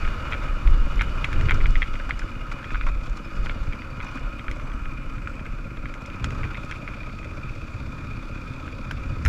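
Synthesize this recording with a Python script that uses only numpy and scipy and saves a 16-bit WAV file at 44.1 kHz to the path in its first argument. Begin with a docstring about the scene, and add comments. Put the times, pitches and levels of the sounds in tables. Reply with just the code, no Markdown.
"""On rough sand a single-cylinder dirt bike coasts to a stop, heard inside a sealed helmet camera case.
The engine ticks over: firing pulses and gas noise ring pipe resonances, and sines hum at its orders.
Its shaking and road buzz drive the case walls as noise through resonators; knocks and ticks ring decaying
modes. Filtered noise makes wind and hiss; sines make thin brake squeals, one shell scrape, a falling gear
whine and a faint electronic tone. Straps scrape the case, and a glove thumps it at the end."""
import sys
import numpy as np
from scipy import signal
from scipy.fft import rfft, irfft
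from scipy.io import wavfile
from scipy.ndimage import uniform_filter1d, map_coordinates

SR = 44100
rng = np.random.default_rng(int(sys.argv[2]) if len(sys.argv) > 2 else 0)


def dump(signal):
    """Clip the signal to [-1, 1] and save it as 16-bit WAV at the path in sys.argv[1]."""
    limited = np.clip(np.atleast_2d(signal).T, -1, 1)
    pcm = np.round(limited * 32767).astype(np.int16)
    wavfile.write(sys.argv[1], SR, pcm)


N = 409248  # samples

START_CYCLES, IDLE_HZ = 1.2, 16.45  # cycle count of the even beat at time zero, its firings per second
# The idle hunts a little. Each row: time in seconds, lead over an even beat in cycles.
IDLE_HUNT = [(0, -.6), (2.4, .05), (4.4, .6), (4.7, .9), (6, .85), (7, .5), (8.2, .4), (9.28, .05)]
# Resonances of exhaust pipe and airbox. Each row: frequency in Hz, width in Hz, gain in dB.
PIPE_MODES = [(33.7, 4.8, 5), (64, 29.8, -4), (134, 26.2, -3), (201.5, 43.3, -9), (262.5, 29.7, -8),
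              (319, 20.8, -12.5), (583, 46, -26)]
# Hum of crank, balancer and gears. Each row: multiple of the firing rate, relative level in dB.
ENGINE_ORDERS = [(2, -7), (4, -5), (8, 0), (12, -10), (13, -10), (16, -8), (17, -11), (19, -14), (20, -12),
                 (33, -19), (34, -19)]
ENGINE_DB, PUFF_DB, HUM_DB = -40, -38.5, -44.5  # rms before the speed fade and the low-pass
ROLLING_S = 7.0  # the bike stands after this

# Resonances of the case walls and the air inside. Each row: frequency in Hz, width in Hz, gain in dB.
CASE_MODES = [(546, 155, -2), (1123, 426, -3.5), (1267.4, 36.5, 6.5), (1381.5, 56, 3), (1406, 338, -3),
              (2170, 260, -9), (2428, 230, -3), (2444, 60, -0.5), (2888, 140, -12.5), (3526, 435, -19.5),
              (4560, 540, -23.5), (5440, 2100, -31.5), (7040, 660, -34.5)]
# Shaking of the case. Each row: time in seconds, level in dB, its treble against that in dB,
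# lift of the 2.4 kHz modes in dB (their upper neighbour drops twice as much).
CASE_SHAKE = [(0, -35, 1, -2.5), (0.46, -37.5, -0.5, -3), (0.7, -39, 2.5, -4), (1.05, -37, 1.5, -3.5),
              (1.5, -36.5, 3, -2), (1.8, -39.5, 3.5, -3.5), (2.55, -41, 0, -2.5), (2.75, -42, 4.5, 6),
              (3.1, -43, 1.5, -1), (3.47, -41, 4.5, -3), (3.88, -42.5, 1.5, 0), (4.12, -42, 3, -2),
              (4.3, -41, 0, -1.5), (5.0, -43, -1.5, -0.5), (5.9, -43.5, 0.5, 1), (6.4, -41, 2.5, 0),
              (7.26, -43.5, 5, 3.5), (9.28, -42.5, 5.5, 1.5)]
# Straps and grit scrape over the shell. Each row: start in seconds, length in seconds,
# lift of the shaking in dB, further lift of its treble in dB.
SCRAPES = [(0.404, 0.094, 1.5, 1.5), (2.09, 0.02, 5.5, 2), (2.512, 0.021, 4, 9), (2.714, 0.032, 2.5, 2),
           (2.86, 0.043, 5.5, 0), (3.026, 0.076, 2, 5), (3.159, 0.021, 1.5, 5), (3.438, 0.031, 3, 5),
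           (4.009, 0.14, 2.5, 0.5), (4.152, 0.03, 2, 1.5), (6.286, 0.22, 1, 2), (6.6, .05, -0.5, 2)]
WALL_FLEX = .004  # share by which a wall mode wavers in pitch

# The case knocks on its mount. Each row: time in seconds, peak in dB before the low-pass, low wall mode
# against the rest in dB, one bounce against the blow in dB (-30 = none heard).
KNOCKS = [(0.05, -25, -10, -30), (0.076, -22, 1, -30), (0.3231, -18, -5, 1.5), (0.34, -20.5, 4, -5),
          (0.6732, -24, -8, -25), (0.993, -21.5, -9, -3), (1.0098, -11, 4, -9), (1.243, -11.5, -4, -14),
          (1.3286, -19, 3, -30), (1.41, -21.5, -17, -44), (1.486, -16, -8, 2), (1.5085, -9, 4, -30),
          (1.518, -14, 0, -30), (1.603, -24, -16, 0), (1.6568, -14, -11, -18), (1.755, -15.5, -14, -8),
          (1.8193, -11.5, -25, -1), (1.939, -29.5, 6, -30), (1.954, -27, -10, -30), (1.999, -24.5, 19, -6),
          (2.099, -31, 22, -30), (2.107, -11, -21, -34), (2.194, -24.5, -8, -30), (2.218, -25.5, 19, -30),
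          (2.516, -26, 0, -23), (2.629, -29, 14, -30), (2.643, -24, -7, -35), (2.7047, -25, 7, -30),
          (2.744, -21, 8, -30), (2.755, -20, 17, -28), (2.8102, -17.5, -2, -30), (2.867, -23, 6, -10),
          (2.8764, -30, 13, -7), (3.4598, -23, 7, 1), (3.495, -18.5, -11, -25), (3.724, -26.5, -3, 1.5),
          (3.819, -29, -8, -30), (4.0022, -23.5, -1, -4), (4.173, -31, 17, -3), (4.182, -34, -10, -30),
          (4.393, -25.5, -15.5, -36), (4.4815, -20, 8, -32), (4.512, -24.5, -18, -30), (4.856, -28, 4, -28),
          (5.2727, -19.5, 6, -34), (5.4548, -30, 5, 0), (5.8562, -22, -9, -32), (5.939, -26.5, 0, -30),
          (6.242, -14.5, 3, -19), (6.3055, -25, -3, -30), (6.432, -22.5, -14, -1), (6.545, -25, -21, 0),
          (6.7115, -22.5, -14, -30), (6.723, -24.5, -8, -30), (6.876, -21.5, -1, -41),
          (6.936, -30, -7, -30), (7.0325, -31, -7, -30), (7.0963, -33, 0, -30), (7.1866, -35, -5, -30),
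          (7.229, -34, -6, -30), (7.244, -32, -10, -30), (8.678, -25.5, 3, -28), (8.91, -19, 5, -32),
          (9.25, -21, -11, -37), (9.26, -15.5, 3, -7)]
# Modes rung by a knock. Each row: frequency in Hz, relative level in dB, 60 dB decay time in seconds.
KNOCK_MODES = [(1447, 17, 0.0079), (2120, 14, 0.0055), (2318, -8.5, 0.027), (3180, -0.5, 0.0096),
               (3560, -16, 0.028), (1070, -17, 0.013), (1710, -3, 0.011)]
# Grit and buckles tick on the shell. Each row: time in seconds, peak in dB,
# top mode against the rest in dB.
TICKS = [(0.676, -40, 5), (0.706, -42, 5), (0.958, -40, -1), (1.0179, -32, 4), (1.2453, -30.5, -26),
         (1.3295, -35, -1), (1.411, -37, -10), (1.5081, -29, 1), (1.5428, -34, -16), (1.6673, -36, -12),
         (1.7059, -38, -19), (2.0936, -39, -29), (2.1916, -33, -24), (2.5177, -41, -18), (2.719, -44, -20),
         (2.866, -42, -12), (3.097, -41, -20), (3.1712, -37, -18), (3.45, -46, -5), (4.0274, -48, -19),
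         (4.045, -40, -22), (4.115, -47, -19), (4.1549, -43, -19), (4.1732, -46, -16), (4.194, -44, -16),
         (4.5129, -35.5, -4), (5.318, -45, -15), (5.94, -41, -15), (6.02, -41, -15), (6.0596, -36, -15),
         (6.2433, -25, -18), (6.3059, -38, -18), (6.6481, -40, -13), (6.7111, -37, -20), (7.245, -45, -15),
         (8.9118, -31.5, 2), (9.2512, -27, -36), (9.2601, -29, 6), (9.2732, -36, 6)]
# Modes rung by a tick. Each row: frequency in Hz, relative level in dB, 60 dB decay time in seconds.
TICK_MODES = [(11150, 5.5, 0.0041), (5260, -2, 0.012), (5830, -1, 0.0049), (6630, 7.5, 0.002),
              (7430, -13.5, 0.0068), (9450, -5, 0.0052), (4130, 7.5, 0.0033)]
BOUNCE_S = .0077  # delay of a bounce
FAINT_KNOCK_DB, FAINT_TICK_DB = -33, -48  # mid peak levels of the many small ones while it rolls
# Glove blows. Each row: time in seconds, starting amplitude in dB, frequency in Hz.
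THUMPS = [(9.245, -30, 77.4), (9.255, -10, 74.5), (9.2707, -14, 77.5)]

# Squeals of pad on disc, and one scrape of the shell near 2.5 kHz. Each row: start in seconds,
# length in seconds, starting frequency in Hz, rate of the random wavering in Hz,
# rms level in dB before swell and shaking.
SQUEALS_AND_SCRAPE = [(3.21, 0.093, 4780, 60, -66), (3.21, .2, 5220, 50, -67), (3.5, 0.14, 4500, 70, -64),
                      (3.637, .39, 4810, 50, -65), (4.03, .11, 5950, 250, -64), (4.05, .07, 5330, 150, -64),
                      (4.01, .11, 2500, 150, -50), (4.45, 0.4, 6000, 90, -73), (4.2, 1.4, 7750, 150, -77)]
SAG_HZ_PER_S = 700  # those under 0.4 s sink as the wheel slows
# Gear whine. Each row: time in seconds, mean frequency in Hz, rms level in dB before it wavers.
GEAR_WHINE = [(3.9, 1560, -64), (4.17, 1400, -54), (4.3, 1330, -61), (4.55, 1200, -57), (4.9, 1110, -62),
              (5.2, 1050, -66)]

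# Steady wind. Each row: time in seconds, relative deep flutter in dB, relative rumble in dB.
STEADY_WIND = [(0, -25, -30.5), (1.8, -15.5, -37), (2.3, -26, -57), (3.8, -28.5, -37.5), (5.0, -25, -47.5),
               (6.0, -31, -42.5), (7.3, -30.5, -35.5), (8.6, -33, -35), (9.28, -29.5, -26.5)]
# Gusts on top of it. Each row: peak time in seconds, length in seconds,
# relative deep flutter in dB, relative rumble in dB.
GUSTS = [(0.01, 0.15, -11, -28), (0.45, 0.22, -17.5, -42), (0.695, 0.24, -6.5, -28.5),
         (1.054, 0.48, -13, -27.5), (1.423, 0.39, -16, -20.5), (1.572, 0.29, -8.5, -29),
         (2.76, 0.21, -17, -46), (2.893, 0.18, -11, -45), (3.104, 0.092, -16, -49),
         (3.394, 0.23, -17.5, -30), (3.608, 0.15, -13.5, -49), (4, 0.12, -26, -37),
         (4.223, 0.068, -18, -38), (4.48, 0.067, -18, -29.5), (4.677, 0.37, -20.5, -53),
         (5.2, 0.17, -24.5, -35.5), (5.512, 0.11, -22, -50), (5.814, 0.21, -24, -53),
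         (6.251, 0.16, -27, -24), (6.4, 0.21, -28.5, -26.5)]
GUST_RISE = 0.35  # a gust rises in this share of its length

# Spectrum of the air and microphone hiss. Each row: frequency in Hz, relative density in dB per Hz.
HISS_SPECTRUM = [(2000, -20), (3500, -3.5), (5000, -1), (7500, -6.5), (8200, -10.5), (10000, -13),
                 (12500, -15), (15500, -20.5)]
HISS_DB = -63  # rms before the scrapes lift it
# Electronic tone. Each row: frequency in Hz, rms level in dB.
BUZZ = [(12586, -94)]
TOP_HZ = 15400  # upper limit of the camera


def undb(db):
    """Logarithmic level: turn dB into an amplitude gain."""
    return 10 ** (np.asarray(db) / 20)


def level(x, db):
    """Mean power: scale a signal to an rms level in dB."""
    return x * undb(db) / np.sqrt(np.mean(x ** 2))


def curves(table):
    """Linear interpolation: join the columns of a table by straight lines in time."""
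    s, *columns = np.transpose(table)
    return [np.interp(np.arange(N) / SR, s, c) for c in columns]


def band(x, hz, width):
    """Resonance: a single peak with gain 1 at its centre."""
    return signal.lfilter(*signal.iirpeak(hz, hz / width, fs=SR), x)


def ring(x, modes):
    """Modal superposition: a sum of resonances with alternating signs."""
    return sum((-1) ** k * undb(db) * band(x, hz, width) for k, (hz, width, db) in enumerate(modes))


def dull(x, hz):
    """Transmission loss: a steep low-pass for what the sealed case lets through."""
    return signal.sosfilt(signal.butter(3, hz, fs=SR, output="sos"), x)


def walk(rate):
    """Slow random fluctuation: levels held 1 / rate s and smoothed twice, with spread near 1."""
    k = int(SR / rate)
    held = np.repeat(rng.standard_normal(N // k + 1), k)
    return 1.206 * uniform_filter1d(uniform_filter1d(held, k), k)[:N]


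def swell(start, length):
    """Amplitude envelope: rises quickly, holds, and falls quickly."""
    corners = start + length * np.array([0, .15, .85, 1])
    return np.interp(np.arange(N) / SR, corners, [0, 1, 1, 0])


def add(out, s, sound):
    """Superposition: mix a short sound in at a time in seconds."""
    i = int(s * SR)
    out[i:i + len(sound)] += sound[:len(out) - i]


def frame_shake(phase):
    """Periodic forcing: each firing shakes the frame, then a second jolt, then a faint valve knock."""
    firing = 1.7 * np.exp(-(((phase + .53) % 1 - .5) / .1) ** 2)
    second_jolt = .9 * np.exp(-((phase - .37) / .06) ** 2)
    valve_knock = .35 * np.exp(-((phase - .67) / .05) ** 2)
    shake = 1 + firing + second_jolt + valve_knock
    return shake / np.sqrt(np.mean(shake ** 2))


def engine():
    """Pulse-excited resonance: uneven firings ring the pipe; returns sound and frame shaking."""
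    beat = START_CYCLES + IDLE_HZ * np.arange(N) / SR + uniform_filter1d(curves(IDLE_HUNT)[0], SR // 4)
    cycle = beat + .015 * walk(16)
    phase = cycle % 1
    size = undb(1.2 * rng.standard_normal(200))[cycle.astype(int)]
    firing = np.diff(np.floor(cycle), prepend=0).clip(0, 1) * size
    # a weaker gulp half a cycle on
    intake = 0.57 * np.diff(np.floor(cycle + .5), prepend=0).clip(0, 1)

    puff_size = .12 + size * np.exp(-phase / .26) + .5 * np.exp(-((phase - .36) % 1) / .1)
    puff = puff_size * rng.standard_normal(N)
    # turbulent gas after each firing damps the pipe, so its resonances are wider
    gas = ring(puff, [(hz, 2 * width, db) for hz, width, db in PIPE_MODES[1:]])

    # at speed the low exhaust note trails away from the rider
    behind_db = np.interp(np.arange(N) / SR, [3, ROLLING_S], [-5, 0])
    wobble = beat + .008 * walk(5)
    hum = np.zeros(N)
    for order, db in ENGINE_ORDERS:
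        gain = undb(db + 2 * walk(5) + behind_db * (order < 10))
        hum += gain * np.sin(2 * np.pi * (order * wobble + rng.random()))

    exhaust = undb(behind_db) * level(ring(firing + intake, PIPE_MODES), ENGINE_DB)
    sound = exhaust + level(gas, PUFF_DB) + level(hum, HUM_DB)
    return dull(-sound, 1270.0), frame_shake(phase)


def case(shake, rattle, shake_db, treble_db, mode_db, rasp_db):
    """Forced modal vibration: engine shake and road buzz drive wavering walls; scrapes rasp near 1 kHz."""
    out = np.zeros(N)
    # road buzz hides the throb at speed
    shake = shake ** np.interp(np.arange(N) / SR, [0, ROLLING_S], [.4, .9])
    for hz, width, db in CASE_MODES:
        if hz < 800:
            throb = np.roll(shake, SR // 160) ** 1.3  # the lowest mode answers late
        else:
            # of these, modes near 2.4 kHz throb most and those near 1.3 kHz least
            depth = .35 if hz < 1800 else 1.1 if hz < 3000 else .7
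            throb = rattle * shake ** depth
        tilt_db = treble_db * (hz > 3000) + rasp_db * (800 < hz < 1200)
        tilt_db = tilt_db + mode_db * ((2250 < hz < 2600) - 2 * (2600 < hz < 3000))
        drive = throb * undb(1.5 * walk(18) + tilt_db) * rng.standard_normal(N)
        if hz > 3000:
            width = max(width, hz / 14)  # the high modes are well damped
        wall = band(band(drive, hz, 2 * width), hz, width)
        # the wall flexes, so its pitch wanders: read it at a wavering time
        flex = np.arange(N) + WALL_FLEX * SR * walk(5) / 5
        out += undb(db) * map_coordinates(wall, [flex], mode="mirror")
    return dull(level(out, 0.34), 13000.0) * undb(shake_db)


def clatter(shake_db):
    """Random impulses: loose parts jolt more often in stronger shaking; returns a gritty envelope."""
    rate = 14 * undb(1.4 * (shake_db - shake_db.mean())) * (np.arange(N) < ROLLING_S * SR)  # per second
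    jolts = (rng.random(N) < rate / SR) * np.minimum(rng.exponential(size=N), 1.8)
    bursts = signal.lfilter([1], [1, -np.exp(-1 / (0.0093 * SR))], jolts)
    return 1 + 0.5 * uniform_filter1d(bursts, size=SR // 300)


def scrapes():
    """Rough sliding friction: gritty lifts in dB for the whole shaking and for its treble."""
    grit = 1 + .4 * walk(150)
    return [grit * sum(row[k] * swell(row[0], row[1]) for row in SCRAPES) for k in (2, 3)]


def blows(table, modes, contact_s, chatter):
    """Impact response: a click in a short rough contact, then loose chatter, rings decaying modes."""
    out, t = np.zeros(N), np.arange(SR // 20) / SR
    rings = np.array([undb(db) * np.sin(2 * np.pi * hz * t) * 1000. ** (-t / t60)
                      for hz, db, t60 in modes])
    contact = (t / contact_s) ** 2 * np.exp(-t / contact_s)
    loose = chatter * (1 - np.exp(-t / contact_s)) * 1000. 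** (-t / 0.069)
    click = 3.6 * (np.arange(len(t)) == int(contact_s * SR))
    centre = modes[2][0]
    noises = rng.standard_normal((len(table), len(t)))
    for (s, db, first_db), noise in zip(table, noises):
        force = (contact + loose) * noise + click
        rough = band(band(force, centre, 1.1 * centre), centre, 1.1 * centre)
        response = undb(first_db) * rings[0] + rings[1:].sum(axis=0)
        sound = signal.fftconvolve(rough, response)[:len(t)]
        add(out, s, undb(db) * sound / abs(sound).max())
    return out


def faint(db, count):
    """Random arrivals: rows of small blows at chance times while the bike rolls."""
    s, size, colour = rng.random((count, 3)).T
    return np.transpose([ROLLING_S * s, db + 2.4 * (size - .5), -10 + 18 * (colour - .5)])


def knocks_and_ticks():
    """Repeated impact: the mount knocks and bounces once, and hard grit and buckles tick."""
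    table = np.array(KNOCKS)
    first, bounce_db = table[:, :3], table[:, 3]
    bounces = first.copy()
    bounces[:, 0] += BOUNCE_S
    bounces[:, 1] += bounce_db
    knocks = np.vstack([first, bounces, faint(FAINT_KNOCK_DB, count=12)])
    ticks = np.vstack([TICKS, faint(FAINT_TICK_DB, count=20)])
    knocking = dull(blows(knocks, KNOCK_MODES, 0.00054, 0.21), 3970.0)
    return knocking + blows(ticks, TICK_MODES, 0.000465, 0.21)


def thumps():
    """Damped oscillation: a glove pushes the case in soft low blows."""
    out, t = np.zeros(N), np.arange(SR // 10) / SR
    for s, db, hz in THUMPS:
        add(out, s, undb(db) * np.sin(2 * np.pi * hz * t) * 1000. ** (-t / 0.15))
    return out


def squeals_and_scrape(shake):
    """Friction-driven oscillation: pads on discs, and one scrape of the shell, as thin wavering tones."""
    out, t = np.zeros(N), np.arange(N) / SR
    for s, length, hz, width, db in SQUEALS_AND_SCRAPE:
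        pitch = hz - SAG_HZ_PER_S * (length < .4) * np.clip(t - s, 0, length)
        tone = walk(width) * np.sin(2 * np.pi * np.cumsum(pitch) / SR)
        out += swell(s, length) * shake * level(tone, db)
    return out


def gear_whine():
    """Gear-mesh tone: a wavering sine whose pitch sinks with the speed."""
    hz, db = curves(GEAR_WHINE)
    heard = np.interp(np.arange(N) / SR, [3.8, 4.0, 5.0, 5.3], [0, 1, 1, 0])
    pitch = hz * (1 + 0.007 * walk(40))
    tone = np.sin(2 * np.pi * np.cumsum(pitch) / SR)
    return np.sqrt(2) * heard * undb(db + 4 * walk(18)) * tone


def gusts():
    """Power addition: steady wind plus every gust, as levels of flutter and rumble in dB."""
    s, length, *gust_db = np.transpose(GUSTS)[:, :, None]
    late = (np.arange(0, N + 64, 64) / SR - s) / length  # a coarse grid of 64 samples
    shape = np.exp(-4 * np.where(late < 0, late / GUST_RISE, late) ** 2)
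    totals = []
    for steady_db, peak_db in zip(curves(STEADY_WIND), gust_db):
        power = np.repeat((shape * undb(2 * peak_db)).sum(axis=0), 64)[:N]
        totals.append(10 * np.log10(undb(2 * steady_db) + uniform_filter1d(power, 64)))
    return totals


def wind(buffet_db, rumble_db):
    """Turbulent pressure: eddies press on the case as deep flutter, lumpy rumble and a fainter rough edge."""
    deep = dull(band(band(rng.standard_normal(N), 22., 40.), 21., 36.), 50.) * undb(1.5 * walk(20))
    rumble = dull(band(rng.standard_normal(N), 75., 70.), 150.)
    edge = dull(band(rng.standard_normal(N), 280.0, 380.0), 434.0)
    gust = level(rumble * undb(2.2 * walk(14)), -4.5) + level(edge, -17)
    return undb(buffet_db) * level(deep, -6.0) + undb(rumble_db) * gust


def hiss(shake, shake_db):
    """Spectral shaping: a smooth noise that only mildly follows the engine and the ride."""
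    hz = np.arange(N // 2 + 1) * SR / N + 1
    table_hz, table_db = np.transpose(HISS_SPECTRUM)
    colour = undb(np.interp(np.log(hz), np.log(table_hz), table_db, left=-80))
    air = rng.standard_normal(N) * shake ** .25
    ride = undb(0.72 * uniform_filter1d(shake_db, SR // 2))
    return level(irfft(rfft(air) * colour, N) * ride, HISS_DB)


def buzz():
    """Steady sinusoid: the camera's circuits sing faintly."""
    t = np.arange(N) / SR
    return np.sqrt(2) * sum(undb(db) * np.sin(2 * np.pi * hz * t) for hz, db in BUZZ)


def scene():
    """Linear superposition: all sources at the single microphone."""
    shake_db, treble_db, mode_db = curves(CASE_SHAKE)
    motor, shake = engine()
    loose = clatter(shake_db)
    scrape_db, bright_db = scrapes()
    walls = case(shake, loose, shake_db + scrape_db, treble_db + bright_db, mode_db, scrape_db)
    impacts = knocks_and_ticks() + thumps()
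    air = hiss(shake * loose, shake_db) * undb(0.47 * bright_db)
    tones = squeals_and_scrape(shake) + gear_whine() + buzz()
    return (motor + walls + impacts + tones + wind(*gusts()) + air)[None]


def record(dry):
    """Band limitation: the camera drops the deepest bass and cuts the top."""
    dry = signal.sosfilt(signal.butter(1, 8., "highpass", fs=SR, output="sos"), dry)
    return signal.sosfilt(signal.ellip(10, .2, 70, TOP_HZ, fs=SR, output="sos"), dry)


dry = scene()
out = record(dry)
dump(out)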